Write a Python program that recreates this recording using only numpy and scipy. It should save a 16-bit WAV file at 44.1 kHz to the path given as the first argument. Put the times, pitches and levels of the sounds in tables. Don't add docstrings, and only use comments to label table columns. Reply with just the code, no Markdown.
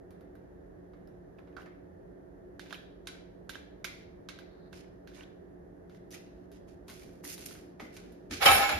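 import sys
import numpy as np
from scipy import signal
from scipy.fft import rfft, irfft, next_fast_len
from scipy.io import wavfile

SR = 44100
rng = np.random.default_rng(int(sys.argv[2]) if len(sys.argv) > 2 else 0)


def master_out(mix):
    frames = np.transpose(np.atleast_2d(mix))
    ceiling = np.clip(frames, -1, 1)
    pcm = np.round(ceiling * 32767).astype(np.int16)
    wavfile.write(sys.argv[1], SR, pcm)


def voltage_ratio(level):
    return 10 ** (np.asarray(level, float) / 20)


N = 387638

# pitch_hz, level_db, t60_s
COLANDER_MODES = [(1330, -64, 0.025), (1580, 11, 0.05), (2024, -10, 0.066), (2390, -10, 0.13),
                  (2780, -18, 0.0082), (4380, -16, 0.025), (4540, -31, 0.015), (6570, -43, .02)]
MIDDLE_HARDNESS_DB = -17


def contacts():
    # start_s, peak_db, pitch_hz, treble_db, note_db (both re peak)
    nudges = [(0.1074, -50, 1330, -2, -20), (0.2094, -54, 1080, -5, -13), (0.3538, -53.5, 1580, -4, 1.5),
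              (0.9348, -56, 1040, -16, -4), (1.074, -56.5, 5260, -2, -6), (1.386, -53, 2550, -28, 0),
              (1.391, -58, 1680, -6, 7), (1.389, -65, 3450, -15, 1), (1.474, -57, 3200, -29, -14),
              (1.526, -60, 2400, -36, -19), (1.5665, -42, 1500, -21, 6.5), (1.571, -52.5, 1390, -28, 17.5),
              (1.577, -58, 1500, -23, 12), (1.582, -57, 1400, -13, 20), (1.59, -60, 1210, -28, 19),
              (1.599, -64, 1090, -30, 16), (1.6075, -51, 1660, -16, 3), (1.62, -52.5, 2890, -3, 0),
              (1.568, -58, 4460, -10, 7), (1.6594, -48.5, 1690, -19, -8)]
    tines = [(2.595, -29.5, 1650, -16, -5.5), (2.6599, -38, 1600, -21, -21),
             (2.7078, -29.5, 3350, -24.5, -15), (2.7267, -28.5, 1640, -15.5, -1.5),
             (2.735, -44, 3640, -31, 4), (2.7443, -36.5, 3070, -7.5, 1), (2.752, -42, 2520, -22, 3),
             (2.597, -43, 3650, -15, -3), (2.728, -47.5, 3600, -15, 11.5), (2.73, -40, 1300, -21, 5),
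             (3.0717, -23.5, 1580, -8.5, -16), (3.073, -40, 3800, -10, 2), (3.086, -48, 3120, -15, -4),
             (3.137, -57, 1490, -30, 5), (3.152, -51, 1470, -30, 2), (3.497, -34.5, 3740, -3, -2.5),
             (3.494, -25.5, 1580, -11.5, -7.5), (3.535, -34, 1580, -17, -15), (3.548, -43.5, 3080, -23, 5),
             (3.5551, -31.5, 1610, -19.5, -0.5), (3.8441, -21, 2220, -9, -5.5), (3.846, -38, 4060, 5, -8),
             (3.851, -33, 2520, -17, -3), (3.847, -35, 1580, -9, 7), (4.29, -44, 3900, -12, 5.5),
             (4.288, -26, 1330, -14, -14.5), (4.3887, -34.5, 1580, -16, -10),
             (4.7295, -35, 1600, -18.5, -8), (4.7734, -52.5, 5060, -6, 2), (4.844, -52, 2200, -29, -5),
             (5.0744, -36.5, 1610, -16, -10.5), (5.1158, -61, 1650, -18, 6), (5.137, -49, 3600, -15, -9),
             (5.152, -53, 3500, -22, -3), (5.165, -46, 2200, -26, -7), (5.18, -42, 2340, -32, -17),
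             (5.2085, -36, 2780, -24, -7), (5.232, -55, 2500, -23, 3), (5.235, -51, 3270, -25, 4),
             (5.239, -59, 3700, -23, 5), (5.198, -50, 2300, -34, 0)]
    knocks = [(5.8965, -46, 1420, -16, -9), (5.9479, -48, 1970, -12, -4), (6.1075, -57, 5630, 14, -4),
              (6.1133, -51, 6000, -4, 6), (6.123, -50, 6100, -10, 6), (6.134, -52, 1910, -15, 8),
              (6.1445, -36, 2500, -4, -3), (6.517, -48.5, 1550, -1, -7), (6.676, -57, 1030, -8, 0),
              (6.882, -37, 3870, -20, -15), (6.8924, -36, 1460, -6, -7), (6.899, -34.5, 2220, -2, -10),
              (7.021, -43, 2340, -11, -4), (7.0923, -52, 1590, -19, -1), (7.2395, -35, 1960, -30, -14),
              (7.2514, -36, 2010, -4, -3), (7.3796, -35, 4050, 0.5, -12), (7.4585, -52, 4730, 18, -12),
              (7.47, -41, 2300, -19, -12), (7.51, -39, 1400, -31, -5.5), (7.551, -40, 3870, -38, -21),
              (7.7981, -28, 1990, -25, -8), (7.803, -39, 795, -42, 6), (7.9665, -33.5, 2430, -7, -10),
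              (8.1224, -54, 1500, 3, -8), (8.3105, -27, 2520, -14, -12), (8.3394, -28, 2610, -3, -17)]
    kinds = [(nudges, (4.3, 0.19, -8)), (tines, (-13.5, 0.73, -8)), (knocks, (-7.5, 0.29, -1))]
    found = []
    for rows, (middle_db, loss, pan_db) in kinds:
        for s, peak_db, hz, treble_db, note_db in rows:
            knock_db = middle_db - loss * (treble_db - MIDDLE_HARDNESS_DB)
            found.append((s, peak_db, hz, treble_db, knock_db, note_db, pan_db))
    return found


def taps():
    snap_per_hardness = 0.049
    overtone_ratio, overtone_db, overtone_t60_s = 1.9, -29, 0.018
    next_tine_share, next_tine_spread = 0.35, 0.061
    direct, spread = np.zeros((2, N)), np.zeros(N)
    t = np.arange(round(.08 * SR)) / SR
    hz, level_db, t60 = np.transpose(COLANDER_MODES)[:, :, None]
    events = contacts()
    chance = rng.standard_normal((len(events), len(hz), 1))
    hiss = rng.standard_normal((len(events), len(t)))
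    for event, luck, noise in zip(events, chance, hiss):
        s, peak_db, tine_hz, treble_db, knock_db, note_db, pan_db = event
        wall = np.sum(voltage_ratio(level_db + 3.0 * luck - 60 * t / t60) * np.sin(2 * np.pi * hz * t), axis=0)

        next_hz = tine_hz * (1 + next_tine_spread * np.sign(luck[0]))
        over_hz = overtone_ratio * tine_hz
        tine = np.sin(2 * np.pi * tine_hz * t) + next_tine_share * np.sin(2 * np.pi * next_hz * t)
        overtone = voltage_ratio(overtone_db - 60 * t / overtone_t60_s) * np.sin(2 * np.pi * over_hz * t)
        notes = voltage_ratio(-29.5) * wall + voltage_ratio(note_db) * (voltage_ratio(-60 * t / 0.027) * tine + overtone)

        crack = np.array([t == 0, 0.085 * noise * voltage_ratio(-60 * t / 0.09)])
        top_hz = np.clip(6497 - 900 * (peak_db + knock_db + 41.0), 6500, 15000)
        snap_top_hz = np.clip(4604 + 200 * (treble_db + 16.5), 2400, 4600)
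        snap_db = 13.5 + snap_per_hardness * (treble_db - MIDDLE_HARDNESS_DB)
        snap = voltage_ratio(snap_db) * band(crack, 1120, snap_top_hz)
        edge = band(crack, 2270, top_hz)
        impulse, chatter = snap + voltage_ratio(treble_db + 5.0) * edge / np.abs(edge).max()

        bloom = voltage_ratio(note_db + 26.5) * band(crack[0], tine_hz / 1.07, tine_hz * 1.103)
        bloom = bloom + voltage_ratio(note_db + overtone_db + 4) * band(crack[0], over_hz / 1.3, over_hz)

        knock = band(noise * voltage_ratio(-60 * t / 0.071), 220, 1520)
        knock = voltage_ratio(knock_db) * knock / np.abs(knock).max()

        i = round(s * SR)
        pan = voltage_ratio([[pan_db / 2], [-pan_db / 2]])
        direct[:, i:i + len(t)] += voltage_ratio(peak_db - 5.0) * (impulse + chatter + knock + notes) * pan
        sent = 1.46 * impulse + knock + bloom + voltage_ratio(-31.5) * wall
        spread[i:i + len(t)] += voltage_ratio(peak_db - 7.5) * sent
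    return direct, spread


def pot(knocks):
    # pitch_hz, level_db, t60_s
    pot_modes = [(2150, 0, .03), (2500, -4, .025), (3700, -6, .02), (4100, -5, .025)]
    total = 0
    for hz, level_db, t60 in pot_modes:
        total = total + voltage_ratio(level_db - 39) * (ring(knocks, hz, t60) + ring(knocks, hz * 1.1, t60))
    return total


def rubs():
    # freq_hz, level_db (per Hz)
    rub_spectrum = [(500, -34), (800, -30), (1300, -3.5), (2500, 0.5), (3800, -3.5), (6000, 0),
                    (10000, 3.5), (14500, 14.5)]
    # start_s, length_s, first_db, last_db, treble_db (re rub)
    strokes = [(1.378, .025, -78, -83, -30), (1.478, 0.035, -84, -86, -30), (2.73, 0.09, -73, -81, -22),
               (3.51, 0.1, -61, -70, -18), (3.87, 0.17, -62, -70, -18), (6.15, 0.032, -53, -62, -12),
               (1.57, 0.065, -64, -70, -15), (3.058, 0.0073, -70, -70, -15), (5.23, .008, -58, -65, -22),
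               (2.616, 0.1, -60, -72, -21), (2.7, 0.052, -57, -67, -23), (4.73, 0.082, -60, -59, -6.5),
               (5.075, 0.15, -70, -73, -8), (5.149, 0.06, -60, -65, -7), (5.9, 0.074, -77, -69.5, -6),
               (6.113, 0.035, -59, -50, 0), (6.178, 0.28, -79, -80, -23), (6.521, 0.062, -64.5, -71, -9),
               (6.682, 0.066, -66.5, -77, -4), (6.883, 0.33, -56, -79.5, 0), (6.996, 0.044, -87, -66, 3),
               (7.243, 0.036, -55, -55.5, 9.5), (7.286, 0.064, -49.5, -51, 5), (7.39, 0.005, -56, -58, 3.5),
               (7.405, 0.044, -54, -55.5, 1), (7.462, 0.015, -51, -62.5, 11), (7.484, .045, -56, -57, 1),
               (7.539, 0.21, -59, -91, 1.5), (7.803, 0.13, -53.5, -74, -31), (7.928, 0.043, -70, -54, 0),
               (7.977, .03, -60, -63, -6), (8.02, 0.34, -65, -88, -16), (8.314, 0.087, -37, -50.5, -15)]
    flicker_db, flicker_hz = 0.8, 60
    slips = grains(per_s=2500, spread_db=3.2, size=(2, N))
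    slips[1] = 0.16 * slips[0] + 1.35 * slips[1]
    tone = rms_one(colour(slips, rub_spectrum))
    wall = rms_one(sum(voltage_ratio(level_db) * ring(slips, hz, t60) for hz, level_db, t60 in COLANDER_MODES))
    low = rms_one(band(tone, 1100, 4940) + voltage_ratio(-44) * wall)
    high = -rms_one(band(tone, 4230, 10500))
    low = low * voltage_ratio(flicker_db * flicker(flicker_hz))
    high = high * voltage_ratio(flicker_db * flicker(flicker_hz))
    out = 0
    for s, length, first_db, last_db, treble_db in strokes:
        out = out + voltage_ratio(-2.5) * stroke(s, length, first_db, last_db) * (low + voltage_ratio(treble_db) * high)
    return out * voltage_ratio([[-1.5], [1.5]])


def slide():
    hiss = rng.standard_normal((2, N))
    tone = rms_one(band(hiss, 3740, 4460) + 2.0 * band(hiss, 1100, 1730))
    return stroke(s=4.41, length=0.273, first_db=-73, last_db=-70) * tone


def crash():
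    # start_s, peak_db, pitch_hz (favoured by the struck spot)
    blow_rows = [(8.41, -31, 1330), (8.417, -31, 3070), (8.423, -9, 4750), (8.429, -22, 800),
                 (8.436, -37, 1480), (8.457, -5, 3040), (8.456, -2, 5400), (8.458, -10, 557),
                 (8.461, -15, 624), (8.484, -12, 1000), (8.53, -20, 5400), (8.6, -28, 5300),
                 (8.468, -8, 1320), (8.471, -12, 810), (8.471, -12, 2640), (8.479, -4.5, 1300),
                 (8.497, -14, 800), (8.506, -27, 7088), (8.513, -16, 2310), (8.526, -24, 870),
                 (8.541, -16, 3070), (8.552, -12, 5460), (8.565, -17, 780), (8.577, -31, 1710),
                 (8.597, -21, 770), (8.615, -35, 3100), (8.62, -15.5, 1330), (8.639, -34, 2360),
                 (8.689, -22, 1610), (8.697, -21.5, 1680), (8.694, -24, 4400), (8.581, -27, 1650),
                 (8.52, -35, 2320), (8.489, -25, 3000), (8.725, -26, 2270), (8.697, -25, 3630),
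                 (8.712, -22.5, 780), (8.733, -38, 2310)]
    # start_s, rattle_db, jingle_db (re rattle)
    rattle_rows = [(8.4, -45, -25), (8.418, -24, -27), (8.426, -21, 5), (8.432, -23.5, 3),
                   (8.45, -23.5, 10), (8.462, -16, 5), (8.49, -19.5, 1), (8.52, -17.5, 11),
                   (8.544, -23.5, 17.5), (8.59, -25.5, 7), (8.634, -22.5, -24), (8.662, -28.5, -28),
                   (8.706, -29, -22), (8.79, -35, -43)]
    # pitch_hz, level_db, t60_s
    basin_modes = [(547, -5, 0.06), (603, -11, 0.17), (721, -9, 0.16), (774, -32, 0.079), (797, 2, 0.166),
                   (870, -7, 0.16), (1042, -7, 0.072), (1120, -24, 0.1), (1301, 0.5, 0.1),
                   (1492, -12.5, 0.17), (1640, -7, 0.12), (1732, -10, 0.13), (2186, -3.5, 0.077),
                   (2240, -9, 0.11), (2340, -1, 0.12), (2470, -8, 0.18), (2666, -2.5, 0.1),
                   (3066, -5, 0.027), (3050, -1.5, 0.069), (3370, -10, 0.11), (3810, -7.5, 0.027),
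                   (4210, -16, 0.079), (4720, -18, 0.065), (5325, -6, 0.093), (5460, -22, 0.092),
                   (7088, -10, 0.09), (7580, -17, 0.078)]
    # pitch_hz, level_db, t60_s
    cutlery_modes = [(8700, -2, 0.05), (10300, -11, 0.023), (9100, -13, 0.046), (9720, 5, 0.1),
                     (9550, -1, .04), (10200, -24, .1), (11300, -13, .1), (10700, -7, 0.043),
                     (11000, -9, 0.05), (12000, -12, .05), (12350, -16, 0.085), (13200, -3.5, 0.045),
                     (13400, -14, 0.05), (13690, -10, 0.06)]
    # freq_hz, level_db (per Hz)
    clatter_spectrum = [(150, -32), (240, -28), (420, -15.5), (520, -13), (786, -0.5), (969, -16),
                        (1350, -5), (1820, -8), (5440, -21.5), (7340, -27), (7800, -38), (8400, -38),
                        (9000, -26), (9760, -24), (11400, -25), (12600, -22.5), (14400, -30)]
    # freq_hz, balance_db (left minus right)
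    basin_balance = [(60, -10), (180, -5), (530, -4), (1580, -2), (4700, -12.5), (14000, -0.5)]
    spot_octaves, spot_floor_db = 0.22, -23.5
    start = round(8.25 * SR)
    rattle_db, jingle_db = (c[start:] for c in in_time(rattle_rows))
    blow_s, blow_db, spot_hz = np.transpose(blow_rows)
    fade = voltage_ratio(-60 / (0.026 * SR))

    def bursts(hz):
        blows = np.zeros(N - start)
        near = np.exp(-(np.log2(hz / spot_hz) / spot_octaves) ** 2)
        blows[(blow_s * SR).astype(int) - start] = voltage_ratio(blow_db + spot_floor_db * (1 - near))
        return signal.lfilter([1 - fade], [1, -2 * fade, fade ** 2], blows)

    def struck(modes, force, per_s, split=0.0058):
        total = 0
        for hz, level_db, t60 in modes:
            clicks = force(hz) * grains(per_s, 2.45, (2, N - start))
            low = ring(clicks[0], hz * (1 - split), t60)
            high = ring(clicks[1], hz * (1 + split), t60)
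            sign = rng.choice([-1, 1]) if hz > 1800 else 1
            pair = np.array([low + 1.14 * high, 0.13 * low + high * sign])
            total = total + voltage_ratio(level_db) * rms_one(pair)
        return total

    basin = voltage_ratio(-33.5) * struck(basin_modes, lambda hz: bursts(hz) + voltage_ratio(rattle_db - 13.5), per_s=4000)
    cutlery = voltage_ratio(-44.5) * struck(cutlery_modes, lambda hz: voltage_ratio(rattle_db + jingle_db), per_s=2100)
    dense = grains(per_s=14000, spread_db=0.0, size=(2, N - start))
    dense[1] = 0.21 * dense[0] + 0.82 * dense[1]
    clatter_gain = voltage_ratio(rattle_db - 7.0) + voltage_ratio(5.5) * bursts(1778)
    clatter = clatter_gain * rms_one(colour(dense, clatter_spectrum))
    mix = basin + cutlery + clatter
    left = colour(mix[0], [(hz, db / 2) for hz, db in basin_balance])
    right = colour(mix[1], [(hz, -db / 2) for hz, db in basin_balance])
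    return np.pad([left, right], ((0, 0), (start, 0)))


def counter():
    # start_s, thud_db, boom_db
    bumps = [
        (7.8, -46.5, -72),
        (8.0, -52.5, -76),
        (8.089, -57.5, -67),
        (8.293, -41.5, -44.5),
        (8.461, -39, -37.5),
        (8.53, -43, -57),
        (8.71, -43, -44),
    ]
    rise_s, thud_fall, boom_fall = 0.042, 123, 121
    boom, thud = rng.standard_normal((2, N))
    boom_gain = 0
    thud_gain = stroke(s=7.05, length=0.69, first_db=-59, last_db=-59)
    for s, thud_db, boom_db in bumps:
        age = np.maximum(np.arange(N) / SR - s, 0)
        rise = np.minimum(age / rise_s, 1)
        boom_gain = boom_gain + rise * voltage_ratio(boom_db - boom_fall * age)
        thud_gain = thud_gain + rise * voltage_ratio(thud_db - thud_fall * age)
    return band(voltage_ratio(30.5) * boom_gain * boom, 49, 100) + band(voltage_ratio(24.0) * thud_gain * thud, 212, 342)


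def fan():
    # freq_hz, level_db (per Hz)
    air_spectrum = [(28, -44), (42, -2), (100, -7), (150, -9), (240, -11), (400, -7), (650, -13),
                    (1040, -27), (1400, -29), (1800, -25.5), (2300, -42.5), (4000, -49.5), (8000, -52.5),
                    (14500, -55)]
    # pitch_hz, width_hz, level_db
    duct_modes = [(180.4, 50, -64), (289.6, 21.5, -61), (361.8, 16, -61.5), (396.6, 13, -65.5)]
    # freq_hz, likeness (0-1)
    likeness = [(60, 0.98), (150, 0.91), (370, 0.6), (920, -0.23), (2270, -0.1), (5630, -0.19),
                (14000, 0.28)]
    # freq_hz, balance_db (left minus right)
    fan_balance = [(60, -1), (180, -0.5), (530, -3), (1580, -1), (4700, -6), (14000, 3)]
    hz = np.fft.rfftfreq(N, 1 / SR)
    mid, side = rfft(rng.standard_normal((2, N)))
    air = voltage_ratio(at_hz(air_spectrum, hz))
    power = voltage_ratio(-51.5) ** 2 * 0.61 * air ** 2 / np.mean(air ** 2)
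    for tone_hz, width_hz, tone_db in duct_modes:
        peak = 1 / (1 + (2 * (hz - tone_hz) / width_hz) ** 2) ** 2
        power = power + voltage_ratio(tone_db) ** 2 * peak / peak.mean()
    alike = np.clip(1.397 * at_hz(likeness, hz) - .4, 0, 1)
    pair = np.sqrt(1 + alike) * mid + np.sqrt(1 - alike) * side * [[1], [-1]]
    pan = voltage_ratio(at_hz(fan_balance, hz) * [[.5], [-.5]])
    return irfft(np.sqrt(power / 2) * pair * pan, N)


def motor():
    # pitch_hz, level_db (rms)
    motor_tones = [(179, -61.5), (358, -61.5), (658, -72)]
    t = np.arange(N) / SR
    tones = 0
    for hz, level_db in motor_tones:
        tones = tones + voltage_ratio(level_db) * np.sqrt(2) * np.sin(2 * np.pi * hz * t + rng.uniform(0, 5.0))
    return tones * voltage_ratio([[-1.2], [1.2]])


def kitchen(x):
    # freq_hz, t60_s
    decay_times = [(500, 0.77), (1000, 0.28), (2000, 0.58), (4000, 0.56), (7000, 0.36), (12000, 0.32)]
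    early_gap, build_s = 0.18, 0.053
    places, stay_s = 5, .11
    t = np.arange(round(.6 * SR)) / SR
    place = (np.arange(N) / SR // stay_s) % places
    source = x.mean(axis=0, keepdims=True)
    out = 0
    for k in range(places):
        echo = 0
        for hz, t60 in decay_times:
            noise = rng.standard_normal((2, len(t)))
            echo = echo + band(noise, hz / 1.49, hz * 1.425) * voltage_ratio(-60 * t / t60)
        echo = echo * np.clip(t / 0.00072, 0, 1) * (1 - early_gap * np.exp(-t / build_s))
        echo = echo / np.sqrt(np.sum(echo ** 2) / 2)
        out = out + signal.fftconvolve(source * (place == k), echo, axes=1)[:, :N]
    return out


def stroke(s, length, first_db, last_db):
    attack_s, release_s, edge_db = 0.016, 0.013, -35
    end = s + length
    return voltage_ratio(in_time([(s - attack_s, first_db + edge_db), (s, first_db), (end, last_db),
                        (end + release_s, last_db + edge_db)])[0])


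def grains(per_s, spread_db, size):
    sizes = voltage_ratio(spread_db * np.minimum(rng.exponential(1, size), 4)) * rng.choice([-1, 1], size)
    return rms_one(sizes * (rng.random(size) < per_s / SR))


def ring(clicks, hz, t60):
    r, w = voltage_ratio(-60 / (t60 * SR)), 2 * np.pi * hz / SR
    return signal.lfilter([0, np.sin(w)], [1, -2 * r * np.cos(w), r * r], clicks + 1e-18)


def flicker(rate_hz):
    return rms_one(band(rng.standard_normal(N), rate_hz / 4, rate_hz))


def band(x, low_hz, high_hz):
    sos = signal.butter(2, [low_hz, min(high_hz, .45 * SR)], "band", fs=SR, output="sos")
    return signal.sosfilt(sos, x)


def colour(x, points):
    size = next_fast_len(x.shape[-1] + 4096)
    gain = voltage_ratio(at_hz(points, np.fft.rfftfreq(size, 1 / SR)))
    return irfft(rfft(x, size) * gain, size)[..., :x.shape[-1]]


def at_hz(points, hz):
    table_hz, values = np.transpose(points)
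    return np.interp(np.log(np.maximum(hz, 1)), np.log(table_hz), values)


def in_time(rows):
    s, level_db, *rest = np.transpose(rows)
    t = np.arange(N) / SR
    return [np.interp(t, s, level_db, left=-150, right=-150)] + [np.interp(t, s, c) for c in rest]


def rms_one(x):
    return x / np.sqrt(np.mean(x ** 2) + 1e-20)


def scene():
    near, spread = taps()
    strokes = rubs() + slide()
    sink = crash()
    sent = voltage_ratio(1.0) * (spread + pot(spread)) + voltage_ratio(-5.0) * strokes + voltage_ratio(-7.0) * sink
    return fan() + motor() + counter() + near + strokes + sink + kitchen(sent)


def band_limit(x):
    return signal.sosfilt(signal.butter(12, 14570, fs=SR, output="sos"), x)


def record(dry):
    # freq_hz, level_db
    sum_response = [(100, -0.5), (6500, -0.5), (7250, -3), (7750, -12), (8250, -12), (8700, -6.5),
                    (9200, 0.5), (13500, 2), (14500, -23), (16000, -40)]
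    # freq_hz, level_db
    difference_response = [(100, 3), (1000, 2), (4000, -0.5), (8000, 3), (9800, 4), (10600, -47),
                           (12500, -3), (13200, -5), (14500, 8.5), (16000, 18)]
    rounded = 0.88 * np.tanh(dry / 0.91)
    mid = colour(rounded[0] + rounded[1], sum_response) / 2
    side = colour(rounded[0] - rounded[1], difference_response) / 2
    return band_limit(np.array([mid + side, mid - side]))


dry = scene()
out = record(dry)
master_out(out)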